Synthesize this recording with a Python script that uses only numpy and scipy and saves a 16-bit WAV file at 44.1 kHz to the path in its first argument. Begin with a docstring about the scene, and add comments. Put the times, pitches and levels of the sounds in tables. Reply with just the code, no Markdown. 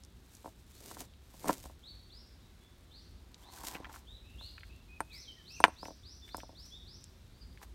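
"""Stones shifted and stacked by hand on a rock pile, about a metre below a single microphone.
They knock, rock to rest and grate on grit; each blow thuds through the pile and rings its hollows.
Just as close, pebbles click and crunch, and a rain jacket swishes with the arm.
Farther off, small birds whistle rising notes that hang in the wooded bank; a quiet stream lies behind."""
import sys
import numpy as np
from scipy import signal
from scipy.fft import rfft, irfft
from scipy.io import wavfile
from scipy.ndimage import uniform_filter1d

SR = 44100
rng = np.random.default_rng(int(sys.argv[2]) if len(sys.argv) > 2 else 0)


def wrap_up_sound(samples):
    """Save the sound to the file named by the first command line argument, as 16-bit audio."""
    columns = np.atleast_2d(samples).T
    # keep every value between -1 and 1, then stretch to whole-number steps
    tamed = np.clip(columns, -1, 1)
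    steps = np.round(tamed * 32767).astype(np.int16)
    wavfile.write(sys.argv[1], SR, steps)


N = 341334
TIME = np.arange(N) / SR
AGE = TIME[:SR // 4]  # time since a blow

# stone set on stone: t/s, thud level/dB, contact sharpness f/Hz, share of ping 0-1
STONE_BLOWS = [(0.445, -40.5, 850, 0.1), (0.4587, -32.5, 864, 0), (.477, -40.5, 900, 0.16),
               (.913, -39, 1370, 0.5), (0.969, -40, 1390, 0.2), (1.011, -39, 910, 0.1),
               (1.341, -52.5, 905, 0), (1.4435, -29.5, 805, 0.2), (1.4572, -32, 900, 0.3),
               (1.4775, -31, 1140, 0.4), (1.4923, -22.5, 1730, 0.07), (1.495, -14, 930, 0.03),
               (1.498, -22.5, 506, 0), (1.506, -25, 1400, 0), (1.641, -47, 800, 0),
               (1.656, -40.5, 960, 0.2), (1.698, -46.5, 910, 0), (3.638, -37, 1230, 0),
               (3.751, -36.5, 450, 0), (3.801, -37.5, 443, 0.1), (4.411, -47.5, 1450, 0),
               (5.0049, -21.5, 1620, 0.33), (5.603, -22, 1070, 0.32), (5.640, .5, 2530, 0),
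               (5.6499, -15, 1730, 0.07), (5.672, -40.5, 1490, .4), (5.6809, -27.5, 930, 0.18),
               (5.8301, -31.5, 937, 0), (5.857, -37, 856, 0), (5.8829, -34.5, 800, 0.03),
               (5.906, -40.5, 700, 0.03), (6.3457, -27, 1224, 0), (6.381, -38.5, 792, 0.1),
               (6.433, -38, 950, 0.1), (6.493, -44.5, 720, 0.06), (6.530, -57, 660, 0.06)]
# heavily damped modes of the rocks: f/Hz, relative level/dB, t60/s
PILE_MODES = [(198.6, -25, 0.023), (306, -19.5, 0.019), (499, -11.5, 0.0052), (740, -11, 0.012),
              (967, -5, 0.017), (1330, -11, 0.0057), (1660, 0.5, 0.0028), (2340, -11.5, 0.016),
              (2952, -4.5, 0.0075), (3610, -9.5, 0.015), (4210, -15, 0.013)]
# longer ring of the hollows between the rocks: f/Hz, relative level/dB, t60/s
HOLLOW_MODES = [(268, -6, .11), (300, -6, .08), (575, -2, .07), (650, 0, .075), (750, -4, .06),
                (900, -2, .065), (1490, -8, .06)]
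# modes of the small hard stone itself: f/Hz, relative level/dB, t60/s
PING_MODES = [(6300, -13, .025), (8050, -6, .012), (8420, -1, .022), (8760, 0, .055), (12550, -9, .025)]


def knocks():
    """A metre down, blows thud, ring the hollows and crush grit; a loosely held stone pings."""
    light_blow_db, hollow_loss_db_per_db = -36, 0.4649
    out = np.zeros(N)
    for s, db, contact_hz, ping_share in STONE_BLOWS:
        # a soft, heavy contact pushes for longer: more bass, no upper modes
        thud = butter(ring(PILE_MODES, spread=0.039), contact_hz, "low", order=3)
        thud = butter(thud, 0.2 * contact_hz, "high")
        thud = butter(thud, 1.8 * contact_hz, "low")
        thud = disperse(thud, corner_hz=560, turns=1.53)
        hollow = butter(ring(HOLLOW_MODES, spread=0.0031), 0.96 * contact_hz, "low", order=4)
        # harder blows put less of their strength into the hollows
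        hollow_db = -5.5 - hollow_loss_db_per_db * (db - light_blow_db)
        grit = burst(t60=.01) + undb(-9) * burst(t60=.04)
        grit = butter(grit, [2500, 8000], "band", order=1)
        grit = butter(grit, 10500, "low", order=3)
        ping = ring(PING_MODES, spread=.002)
        body = peak(thud) + undb(hollow_db) * peak(hollow)
        edge = undb(-19.5) * peak(grit) + ping_share * peak(ping)
        add(out, s, undb(db) * (body + edge))
    return out


def ring(modes, spread):
    """Damped modes kicked together; each contact point shifts them a little."""
    shifts = 1 + spread * rng.standard_normal(len(modes))
    return sum(undb(db) * fade(AGE, t60) * np.cos(2 * np.pi * hz * shift * AGE)
               for shift, (hz, db, t60) in zip(shifts, modes))


def disperse(x, corner_hz, turns):
    """Sound winds between the rocks: the lows come a few ms late, so a clack falls in pitch."""
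    hz = np.fft.rfftfreq(len(x), 1 / SR)
    lag_turns = turns * np.arctan(hz / corner_hz) / (np.pi / 2)
    return irfft(rfft(x) * np.exp(-2j * np.pi * lag_turns), len(x))


# loose pebbles clicking on the pile: t/s, relative level/dB, centre f/Hz
PEBBLE_CLICKS = [(.036, -47, 5700), (.049, -47.5, 6860), (.351, -45, 7600), (1.137, -53, 3070),
                 (1.641, -57, 8000), (3.344, -40.5, 4770), (3.576, -47.5, 1400), (3.748, -39, 1920),
                 (3.753, -34, 1960), (3.765, -43, 1600), (3.8451, -36.5, 1690), (3.854, -42, 1680),
                 (3.895, -47, 1360), (3.9402, -47, 1120), (3.9602, -43, 1250), (4.58, -42.5, 1940),
                 (4.608, -49, 2270), (4.633, -44, 1980), (5.854, -41.5, 1985), (6.279, -49, 2200),
                 (6.290, -47, 2450), (6.3688, -34, 9830), (6.403, -40, 2290), (7.041, -41, 6340),
                 (7.574, -49, 2490), (7.616, -48.5, 1180), (7.629, -44.5, 1410)]


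def pebbles():
    """Light stones give a dry click, higher for smaller ones, and chatter on their neighbours."""
    out = np.zeros(N)
    for s, db, hz in PEBBLE_CLICKS:
        chatter_s = .028 * np.sqrt(2000 / hz)  # larger pebbles rattle for longer
        contact = burst(t60=.006) + undb(-10) * burst(t60=chatter_s)
        body = butter(contact, [hz / 1.45, hz * 1.45], "band")
        edge = butter(contact, hz, "high")
        add(out, s, undb(db + 3) * (peak(body) + undb(-17) * peak(edge)))
    return out


# heavy stone dragged over its bed: fastest at t/s, length/s, relative level/dB
STONE_DRAGS = [(.9, 0.27, -55), (1.012, 0.089, -48.5), (1.495, 0.15, -41.5)]
# spectrum of the grit under it: f/Hz, relative level/dB
GRIT_SPECTRUM = [(100, 6), (280, 14), (600, 8.5), (950, 4), (1500, -8), (2200, -3), (5000, -65),
                 (16000, -37)]


def grating():
    """A dragged stone sticks and slips on grit."""
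    slips = colour(grains(per_s=3000, spread_db=-1), GRIT_SPECTRUM)
    return slips * strokes(STONE_DRAGS) * undb(-0.5 + 2 * walk(60.95))


# hand raking through pebbles: fastest at t/s, length/s, level/dB
HAND_RAKES = [(3.6, 0.56, -56.5), (3.74, 0.27, -50.5), (3.9, 0.27, -54.5), (7.63, 0.066, -56.5)]
# spectrum of the crunch: f/Hz, relative level/dB
GRAVEL_SPECTRUM = [(120, -13), (300, 6.5), (550, -4), (780, 7), (1020, 9), (1250, -5), (1600, -4),
                   (2200, -8), (3000, -16), (6000, -14), (16000, -51)]


def raking():
    """Pebbles catch and crunch under the hand."""
    crunch = colour(grains(per_s=1300, spread_db=0.9), GRAVEL_SPECTRUM)
    return crunch * strokes(HAND_RAKES) * undb(1.3 * walk(60))


# arm movements that swish the sleeve: fastest at t/s, length/s, level/dB
ARM_MOVES = [(.33, 0.29, -64.5), (.47, 0.15, -62), (.6, 0.1, -68.5), (.78, 0.25, -60), (.89, 0.26, -52),
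             (1.01, 0.091, -50), (1.27, 0.11, -67), (1.355, 0.13, -59.5), (1.5, 0.18, -45.5),
             (1.645, .15, -55.5), (3.42, .12, -64), (3.58, 0.18, -52), (3.672, 0.12, -44),
             (3.745, 0.084, -52.5), (3.955, 0.13, -56.5), (4.47, 0.66, -69.5), (5.16, 0.3, -64),
             (5.58, 0.42, -67.5), (5.86, 0.23, -63.5), (6.29, 0.1, -63), (6.385, 0.12, -61.5),
             (6.65, 0.19, -65.5), (7.63, 0.062, -59)]
# spectrum of the rubbing cloth: f/Hz, relative level/dB
CLOTH_SPECTRUM = [(200, -7.5), (1000, -6), (2500, -4), (4500, -1.5), (8000, -0.5), (10500, -5),
                  (13000, -2.5), (16000, -11)]


def jacket():
    """Close to the microphone, a rain jacket swishes and crinkles with the arm, never quite still."""
    swish = unit(grains(per_s=9000, spread_db=2))
    crinkle = undb(-2) * unit(grains(per_s=300, spread_db=2))
    rest_db = -77.5
    motion = np.hypot(strokes(ARM_MOVES), undb(rest_db))
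    folds_db = 2 * walk(90)
    return colour(swish + crinkle, CLOTH_SPECTRUM) * motion * undb(folds_db)


def strokes(moves):
    """Gain of a run of hand movements: each speeds up to its peak and slows again."""
    edge_drop_db, shape = 18, 1.29  # shape: 1 = pointed, 2 = rounded
    power = 0
    for s, length, db in moves:
        from_peak = np.minimum(np.abs(TIME - s) / (length / 2), 10)
        power += undb(db - edge_drop_db * from_peak ** shape) ** 2
    return np.sqrt(power)


def bank(x):
    """Nearby boulders scatter the sound within milliseconds; the bank adds a faint dull tail."""
    near = butter(burst(t60=0.047) * (AGE > .003), 3900, "low", order=1)
    far = butter(burst(t60=0.4) * (AGE > .015), 3000, "low", order=1)
    echoes = undb(-17) * near / np.linalg.norm(near) + undb(-40.5) * far / np.linalg.norm(far)
    return x + signal.fftconvolve(x, echoes)[:N]


# one bird's repeated rising whistle: t/s, top f/Hz, relative level/dB, rasp 0-1
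RISING_NOTES = [(.715, 4620, -64.5, 0.9), (1.828, 4557, -50, 0.19), (2.095, 5570, -54.5, 0.24),
                (2.385, 4050, -69.5, 0.6), (2.905, 4790, -55.5, 1), (2.924, 6120, -66, 0.96),
                (3.424, 4340, -58, 0.4), (4.066, 3988, -52, 0.06), (4.38, 4310, -48.5, 0.52),
                (4.41, 4940, -55.5, 0.2), (5.102, 6180, -50, 0.85), (5.452, 6460, -50, 0.4),
                (5.757, 6065, -52, .25), (6.028, 6070, -52, 0.34), (6.288, 6060, -53.5, .25),
                (6.548, 6120, -52, 0.23), (6.849, 6070, -53, 0.34), (7.30, 5010, -70.5, 0.62)]
# slurs of other birds: t/s, length/s, start f/Hz, end f/Hz, relative level/dB, rasp 0-1
SLURRED_NOTES = [(2.604, .1, 3400, 3500, -67, 0.5), (4.225, .3, 2450, 2850, -60, 1),
                 (4.69, .059, 2410, 2710, -57.5, 0.86), (4.885, .098, 2450, 2450, -51.5, 0.24),
                 (5.097, .095, 2600, 2024, -50, 0.7), (5.214, .05, 4880, 3300, -53.5, 0.9),
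                 (5.275, .046, 3245, 2960, -45.5, 0.16), (5.361, .063, 1880, 1750, -61, 0.2),
                 (5.499, .068, 2465, 2760, -49.5, 0), (5.537, .055, 2754, 2430, -50.5, 0.2),
                 (6.219, .045, 3490, 3565, -52, .24), (6.706, .085, 3046, 3717, -49, 0),
                 (7.407, .03, 5110, 4300, -55, 1)]


def birds():
    """On the bank one bird repeats a rise and others slur lower notes; quick pitch flutter rasps."""
    song = np.zeros(N)
    waver, flutter = .014 * walk(70), .035 * walk(1100)

    def wobble(s, rasp):
        return (waver + rasp * flutter)[int(s * SR):]

    for s, top_hz, db, rasp in RISING_NOTES:
        foot_hz = 2360 + 0.14 * top_hz
        length = .078 + (top_hz - foot_hz) / 53000  # a wider rise takes longer
        add(song, s, undb(db) * whistle(length, foot_hz, top_hz, wobble(s, rasp), fade_db=4))
    for s, length, start_hz, end_hz, db, rasp in SLURRED_NOTES:
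        add(song, s, undb(db) * whistle(length, start_hz, end_hz, wobble(s, rasp), fade_db=2))
    return song


def whistle(length, start_hz, end_hz, wobble, fade_db):
    """One note, softening as it goes: a rise leaps, then levels off; a fall is even."""
    progress = np.linspace(0, 1, int(length * SR))
    span_hz = end_hz - start_hz
    arch = min(4600 / max(span_hz, 1), 3.5)  # a narrower rise levels off sooner
    glide = np.expm1(-arch * progress) / np.expm1(-arch) if span_hz > 0 else progress
    hz = (start_hz + span_hz * glide) * (1 + wobble[:len(progress)])
    phase = 2 * np.pi * np.cumsum(hz) / SR
    envelope = undb(fade_db * (.5 - progress)) * np.abs(np.sin(np.pi * progress)) ** .5
    return envelope * (np.sin(phase) + undb(-27.5) * np.sin(2 * phase))


def trees(song):
    """Leaves and twigs scatter the song into a long tail, the high notes more than the low."""
    t = TIME[:SR]
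    decay = fade(t, t60=0.73) + 0.43 * fade(t, t60=0.15)
    tail = butter(rng.standard_normal(SR) * decay, 3200, "high")
    scattered = signal.fftconvolve(song, tail / np.linalg.norm(tail))[:N]
    return undb(-4.5) * song + undb(-0.93) * scattered


def far_birds():
    """Deep in the wood, song blurs into a faint narrow band that wavers in level."""
    centre_hz, level_db = 3696, -77
    band = butter(rng.standard_normal(N), [centre_hz / 1.13, centre_hz * 1.13], "band")
    return unit(band) * undb(level_db + 1.5 * walk(6))


# spectrum of the water and the outdoor rumble: f/Hz, relative level/dB
STREAM_SPECTRUM = [(12, -49), (20, -16), (58, -0.5), (107, -9.5), (130, -14.5), (234, -17), (337, -21.5),
                   (367, -18.5), (399, -24), (574, -28), (660, -29), (2200, -34), (4670, -37), (7110, -42),
                   (16000, -49)]


def stream():
    """Beside the pile, a faint even wash of water over a low outdoor rumble that swells and sinks."""
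    air = colour(rng.standard_normal(N), STREAM_SPECTRUM)
    air = undb(-56) * butter(air, 30, "high", order=3)
    rumble = butter(air, 180, "low", order=1)
    wash = air - rumble
    return rumble * undb(2.1 * walk(9)) + wash * undb(-1.14 + 0.34 * walk(5))


def undb(db):
    """Decibels to gain."""
    return 10 ** (np.asarray(db) / 20)


def unit(x):
    """Scale to rms 1."""
    return x / np.std(x)


def peak(x):
    """Scale to peak 1."""
    return x / np.abs(x).max()


def fade(t, t60):
    """Exponential decay, 60 dB down after t60."""
    return np.exp(-np.log(1000) * t / t60)


def butter(x, hz, kind, order=2):
    """Causal low-, high- or band-pass."""
    return signal.sosfilt(signal.butter(order, np.minimum(hz, SR / 2 - 1), kind, fs=SR, output="sos"), x)


def colour(x, points):
    """Shape the spectrum of x by (f/Hz, level/dB) points, at rms 1."""
    hz, db = np.transpose(points)
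    bins = np.maximum(np.fft.rfftfreq(len(x), 1 / SR), 1)
    gain = undb(np.interp(np.log(bins), np.log(hz), db))
    return unit(irfft(rfft(x) * gain, len(x)))


def walk(per_s):
    """Smooth random wandering of spread 1."""
    hold = int(SR / per_s)
    steps = np.repeat(rng.standard_normal(N // hold + 1), hold)
    return unit(uniform_filter1d(steps, hold)[:N])


def burst(t60):
    """Noise that dies away."""
    return rng.standard_normal(len(AGE)) * fade(AGE, t60)


def grains(per_s, spread_db):
    """Dense tiny slips of uneven size."""
    slips = (rng.random(N) < per_s / SR) * rng.standard_normal(N)
    return slips * undb(spread_db * np.minimum(rng.exponential(size=N), 4))


def add(track, s, sound):
    """Mix a sound in at time s."""
    i = max(int(s * SR), 0)
    track[i:i + len(sound)] += sound[:N - i]


def scene():
    """Stones and jacket close to the microphone, birds and stream around them, in mono."""
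    close = bank(knocks() + pebbles()) + grating() + raking() + jacket()
    return (close + trees(birds()) + far_birds() + stream())[None]


def record(dry):
    """The microphone clips at full scale and cuts the top."""
    top_hz = 15850
    top_cut = signal.ellip(10, .2, 70, top_hz, fs=SR, output="sos")
    return signal.sosfilt(top_cut, np.clip(dry, -1, 1))


dry = scene()
out = record(dry)
wrap_up_sound(out)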